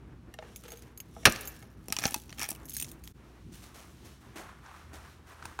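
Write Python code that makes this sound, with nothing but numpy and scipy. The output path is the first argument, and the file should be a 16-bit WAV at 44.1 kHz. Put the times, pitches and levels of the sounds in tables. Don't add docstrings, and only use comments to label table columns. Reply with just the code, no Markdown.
import sys
import numpy as np
from scipy import signal
from scipy.fft import rfft, irfft
from scipy.io import wavfile
from scipy.ndimage import uniform_filter1d

SR = 44100
rng = np.random.default_rng(int(sys.argv[2]) if len(sys.argv) > 2 else 0)


def inscribe(sig):
    pcm = np.round(np.clip(np.atleast_2d(sig).T, -1, 1) * 32767)
    wavfile.write(sys.argv[1], SR, pcm.astype(np.int16))


N = 246959
TIME = np.arange(N) / SR
RING_TIME = np.arange(SR // 3) / SR
ATTACK = int(.006 * SR)
THUD_HZ, SPARKLE_HZ = 700, 7000

# low f/Hz, high f/Hz, level/dB at the mailboxes, level/dB at the glass door
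AIR_BANDS = [(35, 350, -56, -58.5), (346, 3800, -63.5, -66), (3500, 19000, -74.5, -67.5)]
# f/Hz, level/dB
AIR_COLOUR = [(15, -41.5), (25, -15), (50, -4.5), (123, -5), (180, -7.5), (229, -9.5), (293, -13),
              (317, -9), (560, -22.5), (1150, -22.5), (1900, -28.5), (2990, -36.5), (3250, -39.5),
              (6380, -47), (16000, -53.5)]
# f/Hz, level/dB
HUM_TONES = [(60, -59), (120, -64), (238, -68.5)]
# t/s, nearness (0-1)
NEARNESS = [(0, 0.19), (3.1, 0), (3.2, 0.17), (3.45, .4), (3.6, .9), (5.6, 0.91)]
HUM_DROP_DB = -6.5
# t/s, level/dB
DRONE_SWELL = [(3.4, -69), (3.9, -61.5), (4.65, -66), (4.96, -52), (5.1, -66), (5.5, -57), (5.6, -61)]
# f/Hz, t60/s
LOBBY_T60 = [(100, 1), (500, 0.91), (2000, 0.65), (6000, 0.76), (15000, 0.84)]
# t/s, scuff level/dB, rise/s, t60/s, brightness/dB, swish level/dB
STEPS = [(3.515, -55.5, 0.043, 0.4, 17, -75), (3.62, -57.5, 0.0068, 0.35, 13.5, -63.5),
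         (3.742, -53.5, 0.0028, 0.8, 8, -64.5), (4.046, -61, .003, .33, 14, -68),
         (4.205, -63.5, 0.0037, 0.32, 7, -64.5), (4.357, -41.5, .003, 0.33, 1.5, -51.5),
         (4.643, -61, 0.0032, 0.27, -9.5, -54.5), (4.93, -47, .003, 0.32, 2.5, -56.5),
         (5.265, -56, .02, 0.47, 6.5, -55.5), (5.421, -63, 0.013, 0.89, 10.5, -58)]
# f/Hz, level/dB
SCUFF_COLOUR = [(60, -10), (200, 2.5), (310, 12), (450, 2.5), (720, 6.5), (950, -1.5), (1500, -2.5),
                (2400, -5.5), (4500, -9.5), (6500, -10), (9500, -12.5), (16000, -17)]
# f/Hz, level/dB
CLOTH_COLOUR = [(150, -24), (500, -7.5), (800, -1.5), (1200, 1.5), (1700, -3), (2600, -12), (5000, -21.5),
                (9000, -23), (16000, -31.5)]
SWISH_LEAD_S, SWISH_RISE_S, SWISH_HOLD_S, SWISH_T60_S = 0.027, 0.063, 0.087, 0.93
# t/s, level/dB, thud/dB, sparkle/dB
PUSH_BAR = [(4.661, -54, -15, -25.5), (4.7135, -54.5, -19, -19), (5.425, -46, -19.5, -29),
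            (5.454, -40.5, -19, 0), (5.59, -35.5, -5.5, -9)]
# f/Hz, level/dB, t60/s
BAR_MODES = [(438, -10, 0.056), (796, 5, 0.017), (1016, 5, 0.024), (1297, 2, 0.015), (1600, 4, 0.02),
             (2510, -2, 0.018), (2710, -6, 0.02), (3860, -12, 0.013), (5490, -12, 0.014)]
# t/s of the peak, level/dB before the jingle trim, swell or fade by 1/e /s
SHAKES = [(.71, -64, 0.14), (1.42, -62.5, 0.25), (2.09, -58, 0.17), (2.46, -58.5, 0.095), (2.799, -49, 0.1),
          (3.07, -61.5, 0.052)]
# t/s, level/dB, sparkle/dB, ring/dB, which key's modes (0 small, 1 large)
CLINKS = [(0.5603, -46.5, 1.5, 2, 0), (0.6375, -55, 1, -8, 0), (0.681, -54, 3, -2, 0),
          (0.7045, -51, -4, 3, 0), (0.7193, -48, 0, 5, 0), (0.772, -56, -1, 13, 0),
          (0.792, -62, 2, -0.5, 0), (0.822, -58.5, -3, -8.5, 0), (0.975, -52, 7, 7, 0),
          (1.002, -43, -0.5, 8.5, 0), (1.299, -44.5, 6, -27, 0), (1.3228, -41, 7.5, -24, 0),
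          (1.3605, -39.5, -10, -16, 0), (1.3898, -63, 6, 3, 0), (1.409, -52, 12.5, -2, 0),
          (1.453, -60, 16, 8, 0), (1.474, -44, 6, 10.5, 0), (2.0661, -41.5, 9, -5, 0),
          (2.655, -61.5, 15.5, -5, 0), (2.695, -55.5, 16.5, 5, 0), (2.7345, -59, 13, 2, 0),
          (2.738, -60, 22, 6, 0), (2.756, -54, 7, -12, 0), (2.7666, -42.5, 11, -6, 0),
          (2.7992, -40.5, 7, 3, 1), (2.813, -45, 10.5, -8, 1), (2.8237, -40, 8.5, -1, 1),
          (2.845, -44, -12, -13, 1), (2.915, -55.5, 10, 0, 1), (3.038, -55.5, 6, -1, 0),
          (3.075, -48, 1, -24, 0)]
# f/Hz, level/dB, t60/s
SMALL_KEY = [(2250, -10, .04), (2900, -14, .03), (4750, -11, .04), (6492, -2, .08), (6620, -8, .06),
             (7332, -9, .1), (9400, -10, .05), (11120, -2, .11), (12030, 0, .12), (12170, -6, .08),
             (14600, -3, .13)]
# f/Hz, level/dB, t60/s
LARGE_KEY = [(2600, 5, 0.032), (4600, -16, .025), (5900, 0, 0.038), (6840, -2, 0.055), (8700, -1, .05),
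             (9260, -5, 0.051), (8840, 2, .07), (10100, -21, 0.046), (12200, -8, .06), (14400, 0, .07),
             (14270, 2, 0.057), (15700, -9, .05)]
# start t/s, length/s, level/dB
KEY_RUBS = [(1.985, 0.14, -59), (2.012, 0.026, -38), (2.046, 0.012, -35), (2.372, 0.079, -40.5),
            (2.474, 0.022, -45)]
# f/Hz, width/Hz, level/dB
KEYWAY = [(833, 71, 6.5), (1340, 150, 2.5), (1764, 94, 7), (2320, 400, 3.5), (3200, 270, -4),
          (4000, 140, -9), (5460, 400, 1), (6030, 120, -3.5), (8950, 430, -22), (13200, 2900, -13)]
# start t/s, length/s, level/dB
PIN_TICKS = [(1.998, .135, -50.5), (2.388, 0.055, -45), (2.52, .04, -56.5)]
PIN_TICKS_PER_S = 50
# t/s, level/dB before the lock trim, thud/dB, sparkle/dB
LOCK_CLICKS = [(1.8833, -46, 2, 8.5), (1.902, -43.5, 1.5, -25), (1.924, -26.5, -21, -2),
               (1.9657, -30, -22, -9), (1.987, -29, -15, -10), (1.995, -42, -12, 2),
               (2.0215, -40.5, -4, -12), (2.0375, -33.5, -11, -24), (2.054, -23.5, -4.5, -27),
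               (2.058, -35, -1.5, -22), (2.1084, -48.5, -8, 11), (2.1208, -45.5, -1, -4),
               (2.1429, -27.5, -33, 2), (2.1616, -43.5, 1.5, -5), (2.294, -49.5, -11, -12),
               (2.304, -50.5, -14.5, -9.5), (2.3265, -43.5, -25, -14.5), (2.394, -38, -10, -1),
               (2.416, -34.5, -12.5, -6), (2.4306, -36, -16, 1), (2.4886, -42.5, -5, 10.5),
               (2.5018, -53, -10, 18), (2.5055, -51, -10, 21), (2.515, -44, 2, 5)]
# f/Hz, level/dB, t60/s
LOCK_MODES = [(234, -2.5, 0.038), (307, -8.5, 0.053), (686, -14, 0.085), (817, -13, 0.13),
              (956, -1.5, 0.023), (1280, -11.5, 0.053), (1945, -8, 0.026), (2090, -5, 0.022),
              (2560, -1.5, 0.038), (3360, -7.5, 0.025), (4540, -2, 0.026), (5640, 4.5, 0.017),
              (5870, -15, 0.011), (5780, 11, 0.0085), (7330, 1, 0.0054), (9220, 9.5, 0.015),
              (12200, 8, 0.012), (12500, -11, 0.0081)]
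# start t/s, length/s, level/dB
HINGE_SWING = [(.43, 0.166, -66), (1.084, .16, -60)]
# f/Hz, width/Hz, level/dB
PIN_RESONANCES = [(3600, 600, -1.5), (5800, 600, 1), (7200, 1500, -5), (9500, 400, -2)]
# start t/s, length/s, level/dB
HINGE_DRAG = [(0.387, 0.11, -60), (0.615, .13, -55)]
# f/Hz, width/Hz, level/dB
HINGE_RESONANCES = [(467, 54, 7.5), (800, 150, -9.5), (1382, 790, -9.5), (2613, 1000, -17.5),
                    (6000, 3000, -27.5)]
# t/s, level/dB, thud/dB, sparkle/dB,
# f/Hz that the contact point favours, f/Hz above which a soft contact falls off
KNOCKS = [(0.3393, -48.5, -6.5, -1, 1820, 12000), (0.3878, -41.5, -4, -20, 802, 5000),
          (.4245, -46, -5, -23, 854, 3000), (0.681, -54, -3.5, -3, 2595, 9000),
          (.719, -55.5, 7, 2.5, 480, 9000), (1.1642, -42.5, -8.5, -27, 800.5, 1000),
          (1.232, -54, -1, -7, 2990, 10000), (1.625, -53, -7, -1.5, 1198, 9000)]
# f/Hz, level/dB, t60/s
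HINGE_MODES = [(475, -4.5, 0.18), (657, -1, 0.094), (800, -1, 0.048), (843, -10, 0.081), (1260, -3, 0.042),
               (1810, -2.5, .04), (2180, -3, .05), (2747, -4.5, 0.035), (3200, -4.5, 0.03),
               (5940, -12, .03)]
# t/s, level/dB, thud/dB, sparkle/dB
SLAM = [(1.254, -9.5, -14.5, -9.5), (1.2578, -19.5, -9.5, -3), (1.265, -27.5, -12, -14),
        (1.2705, -21.5, 0, -13), (1.2778, -37, -9, -11.5), (1.295, -42.5, -2, 2)]
# f/Hz, level/dB, t60/s
DOOR_MODES = [(238, -8.5, 0.13), (349, -3.5, .14), (645, -9, .11), (1057, -12, 0.072), (1270, -4, 0.089),
              (1400, -4.5, .06), (1553, -5.5, .09), (1730, 2.5, .07), (1827, -5, .08), (2035, -9, 0.057),
              (2215, -3, 0.08), (2343, -2.5, 0.1), (2548, -1, .07), (2657, -1, .08), (2870, -3.5, 0.014),
              (3020, -13.5, .07), (3460, -6, 0.055), (3560, -2.5, 0.042), (4250, 2.5, 0.052),
              (4100, 2.5, 0.056), (4700, -14, .06), (5230, -12, .06), (5510, -2.5, .05), (5830, -2, 0.068),
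              (6760, -10.5, .045), (8600, -6.5, .06), (9220, 1.5, .045), (9480, -8, .03),
              (12850, -5.5, 0.046)]
# f/Hz, level/dB
DOOR_COLOUR = [(35, 0), (62, 0.5), (100, -9.5), (170, 6), (230, -2), (320, 1.5), (420, -7), (650, -3),
               (980, -7), (1300, 1), (1700, -2), (2800, -1.5), (4500, -4), (5800, -4), (7600, -14.5),
               (9300, -11.5), (16000, -19.5)]
# f/Hz, level/dB
MICROPHONE = [(1000, 1), (2800, 2), (4200, 1), (4900, -1), (5500, 2), (6300, 1.5), (7600, -0.5), (9000, 1),
              (14000, -1), (16000, -3)]
TOP_HZ = 15900
DIP_S, DIP_DB, DIP_FALL_S, DIP_RECOVER_S = 3.131, -24, .009, .011


def undb(db):
    return 10 ** (np.asarray(db) / 20)


def unit(x):
    return x / np.sqrt(np.mean(x ** 2) + 1e-20)


def unit_attack(x):
    return x / np.sqrt(np.mean(x[:ATTACK] ** 2) + 1e-20)


def on_log(hz, points):
    f, value = np.transpose(points)
    return np.interp(np.log(np.maximum(hz, 1)), np.log(f), value)


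def colour(x, points):
    size = 4096
    gain = undb(on_log(np.fft.rfftfreq(size, 1 / SR), points))
    cepstrum = irfft(np.log(gain))
    cepstrum[1:size // 2] *= 2
    cepstrum[size // 2 + 1:] = 0
    impulse = irfft(np.exp(rfft(cepstrum)))
    return signal.fftconvolve(x, impulse)[:len(x)]


def band(x, hz, kind, order=3):
    sos = signal.butter(order, np.minimum(hz, .45 * SR), kind, fs=SR, output="sos")
    return signal.sosfilt(sos, x)


def walk(rate):
    k = int(SR / rate)
    targets = np.repeat(rng.standard_normal(N // k + 1), k)
    return unit(uniform_filter1d(targets, k)[:N])


def grit(size, spread_db):
    strength_db = spread_db * np.repeat(rng.standard_normal(size // 20 + 1), 20)[:size]
    return unit(rng.standard_normal(size) * undb(strength_db))


def curve(rows):
    s, db = np.transpose(rows)
    return undb(np.interp(TIME, s, db, left=-120, right=-120))


def stroke(start, length, db, rise_s, t60):
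    since = TIME - start
    fade = 1000 ** (-np.maximum(since - length, 0) / t60)
    return undb(db) * np.clip(since / rise_s, 0, 1) * fade


def resonate(x, peaks):
    return unit(sum(undb(db) * signal.lfilter(*signal.iirpeak(hz, hz / width, fs=SR), x)
                    for hz, width, db in peaks))


def fading_noise(t, t60_points):
    edges = 30 * 2. ** np.arange(11)
    spectrum = rfft(rng.standard_normal(len(t)))
    hz = np.fft.rfftfreq(len(t), 1 / SR)
    out = np.zeros(len(t))
    for lo, hi in zip(edges, edges[1:]):
        octave = irfft(spectrum * ((hz >= lo) & (hz < hi)), len(t))
        out += octave * 1000 ** (-t / on_log(np.sqrt(lo * hi), t60_points))
    return out


def ring(modes, scatter_db, detune=.002):
    hz, db, t60 = np.transpose(modes)[:, :, None]
    hz = hz * (1 + detune * rng.standard_normal(hz.shape))
    gain = undb(db + scatter_db * rng.standard_normal(hz.shape)) * rng.choice([-1, 1], hz.shape)
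    decay = np.exp(-np.log(1000) * RING_TIME / t60)
    return unit_attack(np.sum(gain * np.sin(2 * np.pi * hz * RING_TIME) * decay, axis=0))


def crack(t60, rattle_db, rattle_t60, patchy_db=4):
    envelope = 1000 ** (-RING_TIME / t60) + undb(rattle_db) * 1000 ** (-RING_TIME / rattle_t60)
    hz = np.linspace(300, 16000, 24)
    patches = np.c_[hz, patchy_db * rng.standard_normal(len(hz))]
    return unit_attack(colour(rng.standard_normal(len(RING_TIME)), patches) * envelope)


def voice_hit(hit, db, thud_db, sparkle_db):
    thud = band(hit, [THUD_HZ / 20, THUD_HZ], "bandpass")
    thud = thud / np.sqrt(np.sum(thud ** 2) / (2 * ATTACK))
    middle = unit_attack(band(hit, [THUD_HZ, SPARKLE_HZ], "bandpass"))
    sparkle = unit_attack(band(hit, SPARKLE_HZ, "highpass"))
    return undb(db) * (middle + undb(thud_db) * thud + undb(sparkle_db) * sparkle)


def add(track, s, sound):
    i = int(s * SR)
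    track[i:i + len(sound)] += sound[:N - i]


def strikes(rows, modes, crack_db, crack_t60, rattle_db, rattle_t60, scatter_db, detune):
    out = np.zeros(N)
    onset = 1 - np.exp(-RING_TIME / .0003)
    for s, db, thud_db, sparkle_db in rows:
        hit = ring(modes, scatter_db, detune) + undb(crack_db) * crack(crack_t60, rattle_db, rattle_t60)
        add(out, s, voice_hit(hit * onset, db, thud_db, sparkle_db))
    return out


def chatter(hit, gap_s, bounce_db, count=4):
    out = hit.copy()
    for k, s in enumerate(np.cumsum(gap_s * rng.uniform(.3, 1.7, count))):
        later = np.pad(hit, (int(s * SR), 0))[:len(hit)]
        out += undb((k + 4.0) * bounce_db) * rng.choice([-1, 1]) * later
    return out


def air(flicker_db=2.9):
    nearness = np.interp(TIME, *np.transpose(NEARNESS))
    hum = np.zeros(N)
    for hz, db in HUM_TONES:
        level = undb(db + 2 * walk(11.0)) * np.sqrt(2)
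        hum += level * np.sin(2 * np.pi * hz * TIME + .5 * walk(8.9))
    out = undb(HUM_DROP_DB * nearness) * hum
    for low_hz, high_hz, inside_db, door_db in AIR_BANDS:
        noise = colour(rng.standard_normal(N), AIR_COLOUR)
        noise = unit(band(noise, [low_hz, high_hz], "bandpass"))
        level_db = inside_db + (door_db - inside_db) * nearness
        out += noise * undb(level_db + flicker_db * walk(12))
    return out


def drone(hz=76, waver=0.033):
    phase = 2 * np.pi * np.cumsum(hz * (1 + waver * walk(7.3))) / SR
    return curve(DRONE_SWELL) * np.sqrt(2) * np.sin(phase) * undb(1.5 * walk(14))


def lobby(x, wet_db=-17, build_s=.006, wander=2.5):
    t = TIME[:SR]
    place = wander * walk(30)
    walls = [(100, -3.5), (500, 1.0), (1500, -0.5), (2700, -2.5), (4500, -3), (9000, -7), (16000, -4)]
    out = np.zeros(N)
    for share in (np.cos(place), np.sin(place)):
        tail = fading_noise(t, LOBBY_T60) * (1 - np.exp(-t / build_s))
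        tail = colour(tail / np.sqrt(np.sum(tail ** 2)), walls)
        out += share * signal.fftconvolve(x, tail)[:N]
    return undb(wet_db) * out


def cloth(flutter_db=1.5):
    fibres = unit(colour(grit(N, spread_db=2.5), CLOTH_COLOUR)) * undb(flutter_db * walk(41))
    swishes = sum(stroke(s - SWISH_LEAD_S, SWISH_HOLD_S, db, SWISH_RISE_S, SWISH_T60_S)
                  for s, *_, db in STEPS)
    return fibres * swishes


def steps():
    out, t = np.zeros(N), TIME[:SR]
    for s, db, rise_s, t60, bright_db, _ in STEPS:
        sole = unit(colour(grit(SR, spread_db=4.0), SCUFF_COLOUR))
        sole = sole + (undb(bright_db) - 1) * band(sole, 3900, "highpass", order=1)
        add(out, s, undb(db) * sole * (1 - np.exp(-t / rise_s)) * 1000 ** (-t / t60))
    return out


def push_bar():
    bar = strikes(PUSH_BAR, BAR_MODES, crack_db=4, crack_t60=0.013, rattle_db=-9, rattle_t60=0.067,
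                  scatter_db=3.5, detune=0.035)
    muffling = [(300, -4), (1500, 4), (2600, -2.0), (4500, -4), (7000, 0), (10000, -4.5), (16000, -11)]
    return colour(bar, muffling)


def sway(count=700, gain_db=1, spread_db=5.5, key_ring_db=-11):
    out = np.zeros(N)
    motion = sum(undb(db) * np.exp(-((TIME - s) / width) ** 2) for s, db, width in SHAKES)
    first = SHAKES[0][0] - 2 * SHAKES[0][2]
    last = SHAKES[-1][0] + 2 * SHAKES[-1][2]
    t = RING_TIME[:SR // 30]
    for when, pitch, size in rng.uniform(0, 1, (count, 3)):
        s = first + when * (last - first)
        partials = (2500 + 4500 * pitch) * np.array([[1], [1.8], [2.3]])
        tone = np.sin(2 * np.pi * partials * t).sum(axis=0) * 1000 ** (-t / 0.009)
        noise = 2 * rng.standard_normal(len(t)) * 1000 ** (-t / 0.014)
        strength = undb(spread_db * (-np.log(1 - .95 * size) - 1))
        add(out, s, unit_attack(tone + noise) * motion[int(s * SR)] * strength)
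    key = ring(SMALL_KEY, scatter_db=2.5)
    out = out + undb(key_ring_db) * signal.fftconvolve(out, key / np.linalg.norm(key))[:N]
    return undb(gain_db) * band(out, 3000, "highpass", order=2)


def clinks(ring_db=-2, thud_db=-22, rise_s=0.00032):
    out = np.zeros(N)
    onset = 1 - np.exp(-RING_TIME / rise_s)
    for s, db, sparkle_db, free_db, which in CLINKS:
        damping = rng.uniform(.35, .75)
        modes = np.array(LARGE_KEY if which > .5 else SMALL_KEY) * [1, 1, damping]
        tick = crack(t60=.007, rattle_db=-19, rattle_t60=.04)
        tick = unit_attack(band(tick, 1900, "highpass", order=2))
        tone = undb(ring_db + free_db) * ring(modes, scatter_db=2.0, detune=0.00082)
        clink = chatter((tick + tone) * onset, gap_s=0.0044, bounce_db=-4)
        add(out, s, voice_hit(clink, db, thud_db, sparkle_db))
    return out


def key_rub(hiss_db=-7, catch_db=3.5, rise_s=0.029, t60=0.094):
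    friction = grit(N, spread_db=5.5) * undb(catch_db * walk(250))
    pressure = sum(stroke(*row, rise_s, t60) for row in KEY_RUBS)
    hiss = undb(hiss_db) * band(friction, 720, "highpass")
    return pressure * (resonate(friction, KEYWAY) + hiss)


def pins(spread_db=3, thud_db=-14, sparkle_db=4):
    rows = []
    for start, length, db in PIN_TICKS:
        slots = np.arange(start, start + length, 1 / PIN_TICKS_PER_S)
        times = slots + rng.random(len(slots)) / PIN_TICKS_PER_S
        rows += [(s, db + spread_db * rng.standard_normal(), thud_db, sparkle_db) for s in times]
    return strikes(rows, LOCK_MODES, crack_db=7, crack_t60=0.0045, rattle_db=-34, rattle_t60=0.051,
                   scatter_db=7, detune=0.082)


def lock(gain_db=-1.5):
    clicks = strikes(LOCK_CLICKS, LOCK_MODES, crack_db=4, crack_t60=0.0099, rattle_db=-24.5,
                     rattle_t60=0.15, scatter_db=3, detune=0.026)
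    return undb(gain_db) * clicks


def hinge_swing(t60=.15):
    speed = sum(stroke(start, length, db, length, t60) for start, length, db in HINGE_SWING)
    return speed * resonate(grit(N, spread_db=3), PIN_RESONANCES)


def hinge_drag(catch_db=3, rise_s=0.039, t60=0.38):
    pressure = sum(stroke(*row, rise_s, t60) for row in HINGE_DRAG)
    friction = grit(N, spread_db=3.5) * undb(catch_db * walk(83))
    return pressure * resonate(friction, HINGE_RESONANCES)


def knocks(focus_db=7):
    out = np.zeros(N)
    for *blow, pitch, soft_hz in KNOCKS:
        modes = [(hz, db - focus_db * abs(np.log2(hz / pitch)), t60) for hz, db, t60 in HINGE_MODES]
        knock = strikes([blow], modes, crack_db=0.5, crack_t60=0.014, rattle_db=-15.0, rattle_t60=.06,
                        scatter_db=3.5, detune=0.026)
        out += band(knock, soft_hz, "lowpass", order=2)
    return out


def rattle(db=-44, t60=0.72, rise_s=.03, chatter_db=6, chatter_hz=110, treble_db=-10):
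    contacts = unit(grit(N, spread_db=6) * undb(chatter_db * walk(chatter_hz)))
    treble = undb(treble_db) * band(contacts, 4000, "highpass")
    buzz = unit(colour(contacts, DOOR_COLOUR)) + treble
    return stroke(SLAM[0][0], rise_s, db, rise_s, t60) * buzz


def slam(modes_db=-6):
    out = np.zeros(N)
    long_modes = ring(DOOR_MODES, scatter_db=1, detune=0)
    panel_t60 = [(100, .08), (400, 0.05), (1500, 0.059), (5000, 0.035), (12000, 0.029)]
    for s, db, thud_db, sparkle_db in SLAM:
        panel = unit_attack(colour(fading_noise(RING_TIME, panel_t60), DOOR_COLOUR))
        add(out, s, voice_hit(panel + undb(modes_db) * long_modes, db, thud_db, sparkle_db))
    return out


def scene(near_room_db=-6):
    doors = slam() + rattle() + knocks() + hinge_drag() + hinge_swing() + push_bar()
    near = lock() + pins() + clinks() + sway() + key_rub()
    room = lobby(doors + undb(near_room_db) * near)
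    background = steps() + cloth() + air() + drone()
    return (doors + near + room + background)[None]


def record(dry):
    since = TIME - DIP_S
    dip = np.clip(1 + since / DIP_FALL_S, 0, 1) * np.exp(-np.maximum(since, 0) / DIP_RECOVER_S)
    heard = colour(dry[0], MICROPHONE) * undb(DIP_DB * dip)
    top_cut = signal.ellip(8, .2, 70, TOP_HZ, fs=SR, output="sos")
    return signal.sosfilt(top_cut, np.tanh(heard))[None]


dry = scene()
out = record(dry)
inscribe(out)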